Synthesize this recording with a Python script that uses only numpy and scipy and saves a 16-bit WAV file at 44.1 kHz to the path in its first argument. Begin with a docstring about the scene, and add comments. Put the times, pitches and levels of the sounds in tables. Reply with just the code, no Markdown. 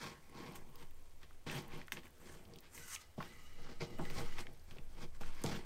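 """A serrated knife rasps through sticky glazed ribs on a wooden board; kitchen, microphone close by
on the same table. Teeth catch and slip: the board rumbles, the meat rasps, the blade hisses, and its
flat sings along bone. Glaze and gristle snap, bubbles pop, the edge knocks the wood. Underneath, the
pushed table rocks the microphone, mostly below hearing, and the quiet room hums."""
import sys
import numpy as np
from scipy import signal
from scipy.fft import rfft, irfft
from scipy.io import wavfile
from scipy.ndimage import uniform_filter1d

SR = 44100
rng = np.random.default_rng(int(sys.argv[2]) if len(sys.argv) > 2 else 0)


def output_pcm(signal):
    """Save a mono or channel-first signal as 16-bit PCM at the path in sys.argv[1].

    Samples are clipped to [-1, 1] before scaling.
    """
    pcm = np.clip(np.atleast_2d(signal).T, -1, 1) * 32767
    wavfile.write(sys.argv[1], SR, np.round(pcm).astype(np.int16))


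N = 249164
TIME = np.arange(N) / SR

# modes of the wooden board: f/Hz, width/Hz, gain/dB
BOARD_MODES = [(88.4, 17.5, -4), (140, 16.3, 3.5), (174, 32, -2), (227.1, 46.7, -1.5), (357.7, 37.5, -3.5),
               (470, 31.5, -4), (619, 105, -11.5), (791, 99, -11), (950, 52, -22.5), (1077, 40, -18)]
# resonances of the rasping meat: f/Hz, width/Hz, gain/dB
MEAT_MODES = [(1264, 580, -1), (1724, 253, 2.5), (2120, 300, 1.5), (2620, 260, -3), (3100, 403, -0.5),
              (4060, 1300, -6), (4560, 1800, -4.5)]


def sawing():
    """The same catching teeth drive board, meat and blade; the grip tightens and slackens for all."""
    # share of the board's lowest mode, stronger when pressed to the table: t/s, gain/dB
    pressing = [(0.0, -1), (1.5, -12), (2.4, 3.5), (3.2, -4), (4.2, 3.5), (5.0, 0), (5.65, 1)]
    # share of the rasp that rings the board's upper modes: t/s, gain/dB
    wood_share = [(0.0, -2), (0.6, -0.5), (1.5, -7), (2.2, -7), (2.7, -11), (4.4, -9), (5.0, -5.5),
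                  (5.65, -6)]
    # share of the rasp's highest modes: t/s, gain/dB
    top_share = [(0.0, -2.5), (0.5, -9), (1.55, -11.5), (2.5, -8), (3.8, -2), (4.2, -7), (5.65, -4.5)]
    # resonances of the hissing blade: f/Hz, nominal width/Hz, gain/dB
    blade_modes = [(6370, 1020, 7), (6760, 190, 7), (7520, 880, 6), (7630, 300, -4), (8100, 340, 0),
                   (9490, 1600, -1), (11130, 340, 1), (12640, 1740, 1), (15400, 860, -10)]
    meat_gain, board_gain, blade_gain = strokes()
    grip, teeth = walk(90), slips(2500, spread_db=3.5)
    # tearing fibres and glaze add finer slips of their own
    fibres = unit(teeth + 0.5 * slips(9000, spread_db=0.78))
    glaze = unit(0.6 * teeth + slips(12000, spread_db=3.5))
    drive = board_gain * undb(0.6 * grip) * teeth
    lowest = envelope(pressing) * body(drive, BOARD_MODES[:1])
    higher = ring(body(drive, BOARD_MODES[1:]), 256, 1000)
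    rumble = (lowest - higher) / np.std(body(teeth, BOARD_MODES))
    wood = envelope(wood_share) * patchy(fibres, BOARD_MODES[-2:])
    top = envelope(top_share) * patchy(fibres, MEAT_MODES[-2:])
    rasp = meat_gain * undb(1.13 * grip) * (patchy(fibres, MEAT_MODES[:-2]) + top + wood)
    hiss = blade_gain * undb(1.4 * grip) * patchy(glaze, blade_modes)
    return rumble + rasp + hiss


def strokes():
    """Gains of meat, board and blade: each stroke swells and fades over a faint resting contact."""
    # knife strokes: start/s, rise/s, fall/s, meat/dB, board/dB, blade/dB
    cuts = [(-0.06, 0.1, 0.15, -53.5, -50.5, -63), (0.272, 0.14, 0.27, -58, -49, -70),
            (0.543, 0.017, 0.036, -64, -74, -58), (0.08, 0.04, 0.12, -65.5, -63, -71),
            (0.58, 0.091, 0.15, -79, -66, -80), (0.7, 0.13, 0.039, -64, -59.5, -70),
            (1.19, 0.048, 0.026, -64, -63, -79), (1.461, 0.0084, 0.27, -51.5, -47, -63.5),
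            (1.479, 0.088, 0.079, -49, -45, -57), (1.58, 0.065, 0.088, -86, -58, -82),
            (1.659, 0.099, 0.1, -55, -49, -67), (1.919, 0.0031, 0.052, -57.5, -54, -54.5),
            (1.931, .05, 0.039, -56, -52.5, -69), (2.01, 0.041, 0.056, -66, -61, -68.5),
            (2.12, 0.17, 0.22, -63, -57.5, -67), (2.25, 0.22, 0.22, -85, -61, -84),
            (2.399, 0.15, 0.074, -73.5, -58.5, -84), (2.6, 0.046, 0.05, -62, -65, -78),
            (2.702, 0.065, 0.14, -60.5, -59, -56.5), (2.82, 0.13, 0.023, -54, -71, -48),
            (2.98, 0.035, 0.058, -64.5, -78, -67), (3.173, 0.0086, 0.059, -60.5, -45, -73),
            (3.18, 0.039, 0.29, -62.5, -60, -67.5), (3.25, 0.14, 0.5, -72, -69, -74),
            (3.565, .02, 0.042, -67, -56, -88), (3.52, 0.17, 0.13, -62.5, -54, -88),
            (3.797, .015, 0.06, -50.5, -42.5, -68), (3.832, 0.04, 0.46, -71.5, -54.5, -76),
            (3.982, 0.0033, 0.12, -71, -42.5, -71), (4.0, 0.055, 0.078, -59.5, -52.5, -65.5),
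            (4.07, 0.039, .04, -59, -52, -64), (4.08, 0.11, 0.073, -52, -44, -57.5),
            (4.16, 0.075, 0.28, -58, -56.5, -65.5), (4.37, 0.019, 0.034, -50.5, -58.5, -58),
            (4.29, 0.12, 0.046, -56.5, -54.5, -65), (4.44, 0.017, 0.15, -71, -55.5, -87),
            (4.66, 0.054, 0.091, -67, -60.5, -75), (4.753, 0.016, 0.065, -76, -54, -94),
            (4.903, 0.13, 0.046, -59.5, -52.5, -68), (5.112, 0.041, 0.045, -69.5, -73.5, -78),
            (5.202, 0.011, 0.065, -55.5, -53.5, -61.5), (5.239, 0.029, 0.18, -60, -59, -69),
            (5.28, .14, 0.03, -58.5, -58, -68), (5.435, 0.0037, 0.2, -51.5, -39, -59),
            (5.449, 0.076, 0.12, -50.5, -45, -64)]
    resting_db = -78.5, -74.5, -80.5  # meat, board, blade
    fade_db, rounding = 22.5, 1.41  # drop over one rise or fall time; exponent that rounds the top
    power = np.repeat(undb(resting_db)[:, None] ** 2, N, axis=1)
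    for start, rise, fall, *levels_db in cuts:
        span = slice(max(int((start - rise) * SR), 0), int((start + rise + 2 * fall) * SR))
        past_peak = TIME[span] - start - rise
        away = np.where(past_peak < 0, -past_peak / rise, past_peak / fall)
        power[:, span] += undb(np.array(levels_db)[:, None] - fade_db * away ** rounding) ** 2
    return np.sqrt(power)


def snaps():
    """Glaze and gristle break: a broad tick, a short crackling tail and a high band on top."""
    # snaps: t/s, peak/dB, centre/Hz, treble share/dB, crackling tail/dB
    breaks = [(0.042, -36.5, 1110, -29, -23), (0.557, -40.5, 1840, -1, -11), (0.7564, -46.5, 4500, 4, -4),
              (0.909, -50, 1900, 4, -15), (1.2313, -47.5, 1700, -30, -7.5), (1.3085, -51.5, 1380, -8, -17),
              (1.498, -34.5, 2370, -24, -6), (1.624, -52, 2160, 6, -9), (1.7207, -46, 2080, -14, -5),
              (1.8147, -42, 2030, -30, 3), (1.8821, -39.5, 1600, -11, -17),
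              (1.9213, -21.5, 1968, -5.5, -21), (1.9707, -40, 2300, -15, -3), (2.034, -50, 2127, -11, -16),
              (2.0553, -48, 2050, -3, -5), (2.0683, -49, 2080, -10, -5), (2.4524, -52.5, 3140, -7, -3),
              (2.537, -46, 4920, -16.5, -13), (2.559, -47, 3100, -1, -10), (2.587, -41.5, 4250, -11.5, -15),
              (2.778, -41.5, 2040, -4, -11), (2.95, -29.5, 6730, -5, -15), (2.961, -34.5, 2200, -16, -8),
              (3.2263, -37, 2000, -9, 7), (3.9864, -40.5, 1730, 0, -17), (4.0529, -39.5, 2080, -7, -12),
              (4.1004, -39.5, 2100, -8, 5), (4.1729, -43, 2460, -27, -14), (4.3246, -44, 1740, -7, -10),
              (4.3844, -37.5, 2000, -28, -11), (4.407, -42, 6350, -15, -13), (4.4685, -42, 2150, -26, 0),
              (4.596, -58, 5160, -17, -8), (4.7097, -46.5, 2840, -12, -5), (4.77, -51, 2450, -15, -3),
              (4.7842, -44, 2080, -22, 8), (5.234, -41, 1530, -20, -6), (5.4384, -29, 7600, -22, -13),
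              (5.463, -28, 3420, -34, -31)]
    out, t = np.zeros(N), TIME[:2048]
    tick = 1.0 * (t == 0)
    tick[int(0.0011 * SR)] = 0.25  # echo off the board
    for start, db, hz, treble_db, tail_db in breaks:
        tail = undb(tail_db) * rng.standard_normal(len(t)) * np.exp(-t / 0.0024)
        crack = ring(tick, hz, 1.1 * hz) + 1.5 * ring(tail, hz, 0.35 * hz)
        low = ring(crack, hz, 1.6 * hz) + 0.12 * body(tick + tail, MEAT_MODES)
        high = ring(tick + tail, 15400, 5800)
        place(out, start, at_peak(low) + at_peak(high, treble_db), db)
    return out


def knocks():
    """The edge hits the board and rings its modes; a hard, dry contact adds a clack."""
    # knocks: t/s, peak/dB, hardness/Hz, clack share/dB
    hits = [(1.464, -38, 500, -28), (3.179, -36, 610, -9.5), (3.202, -36.5, 940, 31), (3.805, -42, 490, -2),
            (3.991, -37, 895, 9), (4.177, -47, 686, -16), (4.386, -44.5, 800, 7), (5.208, -42.5, 694, -5),
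            (5.44, -31, 656, -4.5)]
    out, t = np.zeros(N), TIME[:8192]
    for start, db, hz, clack_db in hits:
        push = np.exp(-t * hz * 2 * np.pi) * t * hz
        thud = body(-push, BOARD_MODES)
        # the board chatters briefly on the table
        chatter = rng.standard_normal(len(t)) * np.minimum(t / 0.0016, 1) * np.exp(-t / 0.015)
        clack = ring(chatter, hz, 0.76 * hz, 0.71 * hz)
        place(out, start, at_peak(thud) + at_peak(clack, clack_db), db)
    return out


def blade_on_bone():
    """Rubbing on bone feeds the steel's narrow modes; the lowest drops as more blade comes free."""
    # the slide along bone: t/s, level/dB
    slide_levels = [(2.72, -102), (2.77, -64), (2.96, -58.5), (3.0, -67), (3.17, -84), (3.25, -65.5),
                    (3.55, -66), (3.78, -68.5), (4.1, -61), (4.4, -62.5), (4.48, -80)]
    # modes of the singing steel: f/Hz, nominal width/Hz, gain/dB
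    steel_modes = [(2010, 80, 1), (2200, 90, -5), (2900, 90, -2), (3960, 180, -8), (4650, 170, -10),
                   (5460, 220, -10), (6080, 220, -12), (6990, 200, -11), (7990, 250, -13)]
    draw_s, draw_hz = (2.74, 2.82, 2.91, 2.93), (1700, 1500, 1450, 1265)
    rub = rng.standard_normal(N)
    song = sum(undb(db + 2 * walk(40)) * unit(ring(rub, hz, 1.5 * width, 2.5 * width))
               for hz, width, db in steel_modes)
    waver = uniform_filter1d(rng.standard_normal((2, N)), size=SR // 90)
    phase = 2 * np.pi * np.cumsum(np.interp(TIME, draw_s, draw_hz)) / SR
    lowest = unit(waver[0] * np.cos(phase) + waver[1] * np.sin(phase))
    lowest_db = np.where(TIME < draw_s[-1] + 0.1, 3, -2)  # drawn out, then lying on bone
    return envelope(slide_levels, left=-120, right=-120) * unit(song + undb(lowest_db) * lowest)


def glaze_pops():
    """Each larger bubble bursts with one tick and a tiny spit of noise in a high band."""
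    # bursting bubbles: t/s, peak/dB, centre/Hz
    bubbles = [(0.2973, -56, 8900), (0.5225, -50.5, 12000), (0.9448, -55, 14000), (1.515, -46, 13500),
               (1.5773, -48, 12500), (1.6801, -51, 13300), (1.7754, -52, 12900), (1.873, -50, 9590),
               (2.079, -56, 14000), (2.1066, -56, 14200), (2.2787, -60, 12500), (2.606, -49, 13500),
               (2.7342, -52, 12000), (4.0198, -55, 13000), (5.4176, -49, 12000)]
    out, t = np.zeros(N), TIME[:512]
    for start, db, hz in bubbles:
        burst = 0.37 * rng.standard_normal(len(t)) * np.exp(-t / 0.0012)
        burst[0] += 1
        place(out, start, ring(burst, hz, 0.45 * hz, 0.6 * hz), db)
    return out


def glaze_crackle():
    """Tiny bubbles of glaze pop at random in four high bands."""
    return undb(-81) * sum(ring(slips(30, spread_db=4), hz, 0.4 * hz, 0.6 * hz)
                           for hz in (4970, 8000, 12000, 14060))


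def table_sway():
    """The pushed table rocks the microphone at its lowest modes."""
    # sway at the microphone: t/s, level/dB
    sway_levels = [(0.0, -59), (0.7, -48.5), (1.76, -48), (2.0, -55), (3.0, -58.5), (3.4, -51), (3.76, -41),
                   (3.88, -48.5), (4.02, -39), (4.26, -36), (4.45, -42.5), (5.36, -36), (5.44, -51),
                   (5.65, -47)]
    # modes of the table: f/Hz, width/Hz, gain/dB
    table_modes = [(9.86, 1.48, 5), (15.6, 3.63, -8), (31.5, 6.9, -43.5), (75.5, 61, -37.5)]
    return envelope(sway_levels) * unit(body(rng.standard_normal(N), table_modes))


def room_tone():
    """Steady hum and hiss of the kitchen, well behind the knife."""
    # room spectrum: f/Hz, relative density/dB
    spectrum = [(12, -30), (20, -52), (34, -8), (55, -4.5), (90, -2.5), (137, -40), (308, -18),
                (354, -21.5), (672, -22), (1110, -29.5), (8270, -37), (15700, -39.5)]
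    hz, db = np.transpose(spectrum)
    bins_hz = np.maximum(np.fft.rfftfreq(N, 1 / SR), 1)
    shape = undb(np.interp(np.log(bins_hz), np.log(hz), db, left=-80))
    gain = undb(-66.5 + 0.073 * walk(0.15))
    return gain * unit(irfft(rfft(rng.standard_normal(N)) * shape, N))


def undb(db):
    """Decibels to gain."""
    return 10 ** (np.asarray(db) / 20)


def unit(x):
    """Scaled to rms 1."""
    return x / np.sqrt(np.mean(x ** 2))


def at_peak(x, db=0):
    """Scaled to a peak level."""
    return x * undb(db) / np.abs(x).max()


def envelope(points, **ends):
    """Gain over time through points of t/s, level/dB."""
    return undb(np.interp(TIME, *np.transpose(points), **ends))


def place(out, start, x, db):
    """Adds a short sound to the track at its peak level."""
    i = int(start * SR)
    out[i:i + len(x)] += at_peak(x[:N - i], db)


def ring(x, hz, *widths_hz):
    """One resonance per width, in series; gain 1 at the centre."""
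    for width in widths_hz:
        x = signal.lfilter(*signal.iirpeak(hz, hz / width, fs=SR), x)
    return x


def body(x, modes):
    """A body's resonances side by side, neighbours in opposite phase."""
    return sum((-1) ** k * undb(db) * ring(x, hz, width) for k, (hz, width, db) in enumerate(modes))


def patchy(x, modes):
    """Steep resonances, each favoured or damped in turn as the contact moves."""
    return unit(sum((-1) ** k * undb(db + 2.1 * walk(35)) * ring(x, hz, 1.5 * width, 3 * width)
                    for k, (hz, width, db) in enumerate(modes)))


def walk(rate_hz):
    """Random levels, each gliding into the next; rms 1."""
    hold = int(SR / rate_hz)
    steps = np.repeat(rng.standard_normal(N // hold + 1), hold)
    return unit(uniform_filter1d(steps, hold)[:N])


def slips(per_second, spread_db):
    """Random impulses, a few much bigger than the rest."""
    hit = rng.random(N) < per_second / SR
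    size_db = spread_db * np.minimum(rng.exponential(size=N), 3)
    return unit(hit * rng.choice([-1, 1], N) * undb(size_db))


def scene():
    """The knife up close with a short kitchen echo, over table sway and room tone; mono."""
    knife = sawing() + blade_on_bone() + glaze_crackle() + glaze_pops() + snaps() + knocks()
    echo_t60_s, echo_db = 0.2, -13
    t = TIME[:16384]
    tail = rng.standard_normal(len(t)) * np.exp(-np.log(1000) * t / echo_t60_s) * (t > 0.004)
    tail *= undb(echo_db) / np.sqrt(np.sum(tail ** 2))
    echo = signal.fftconvolve(knife, tail)[:N]
    return (knife + echo + table_sway() + room_tone())[None]


def record(dry):
    """The recorder cuts the top steeply above 15750 Hz."""
    return signal.sosfilt(signal.ellip(10, 0.2, 60, 15750, fs=SR, output="sos"), dry)


dry = scene()
out = record(dry)
output_pcm(out)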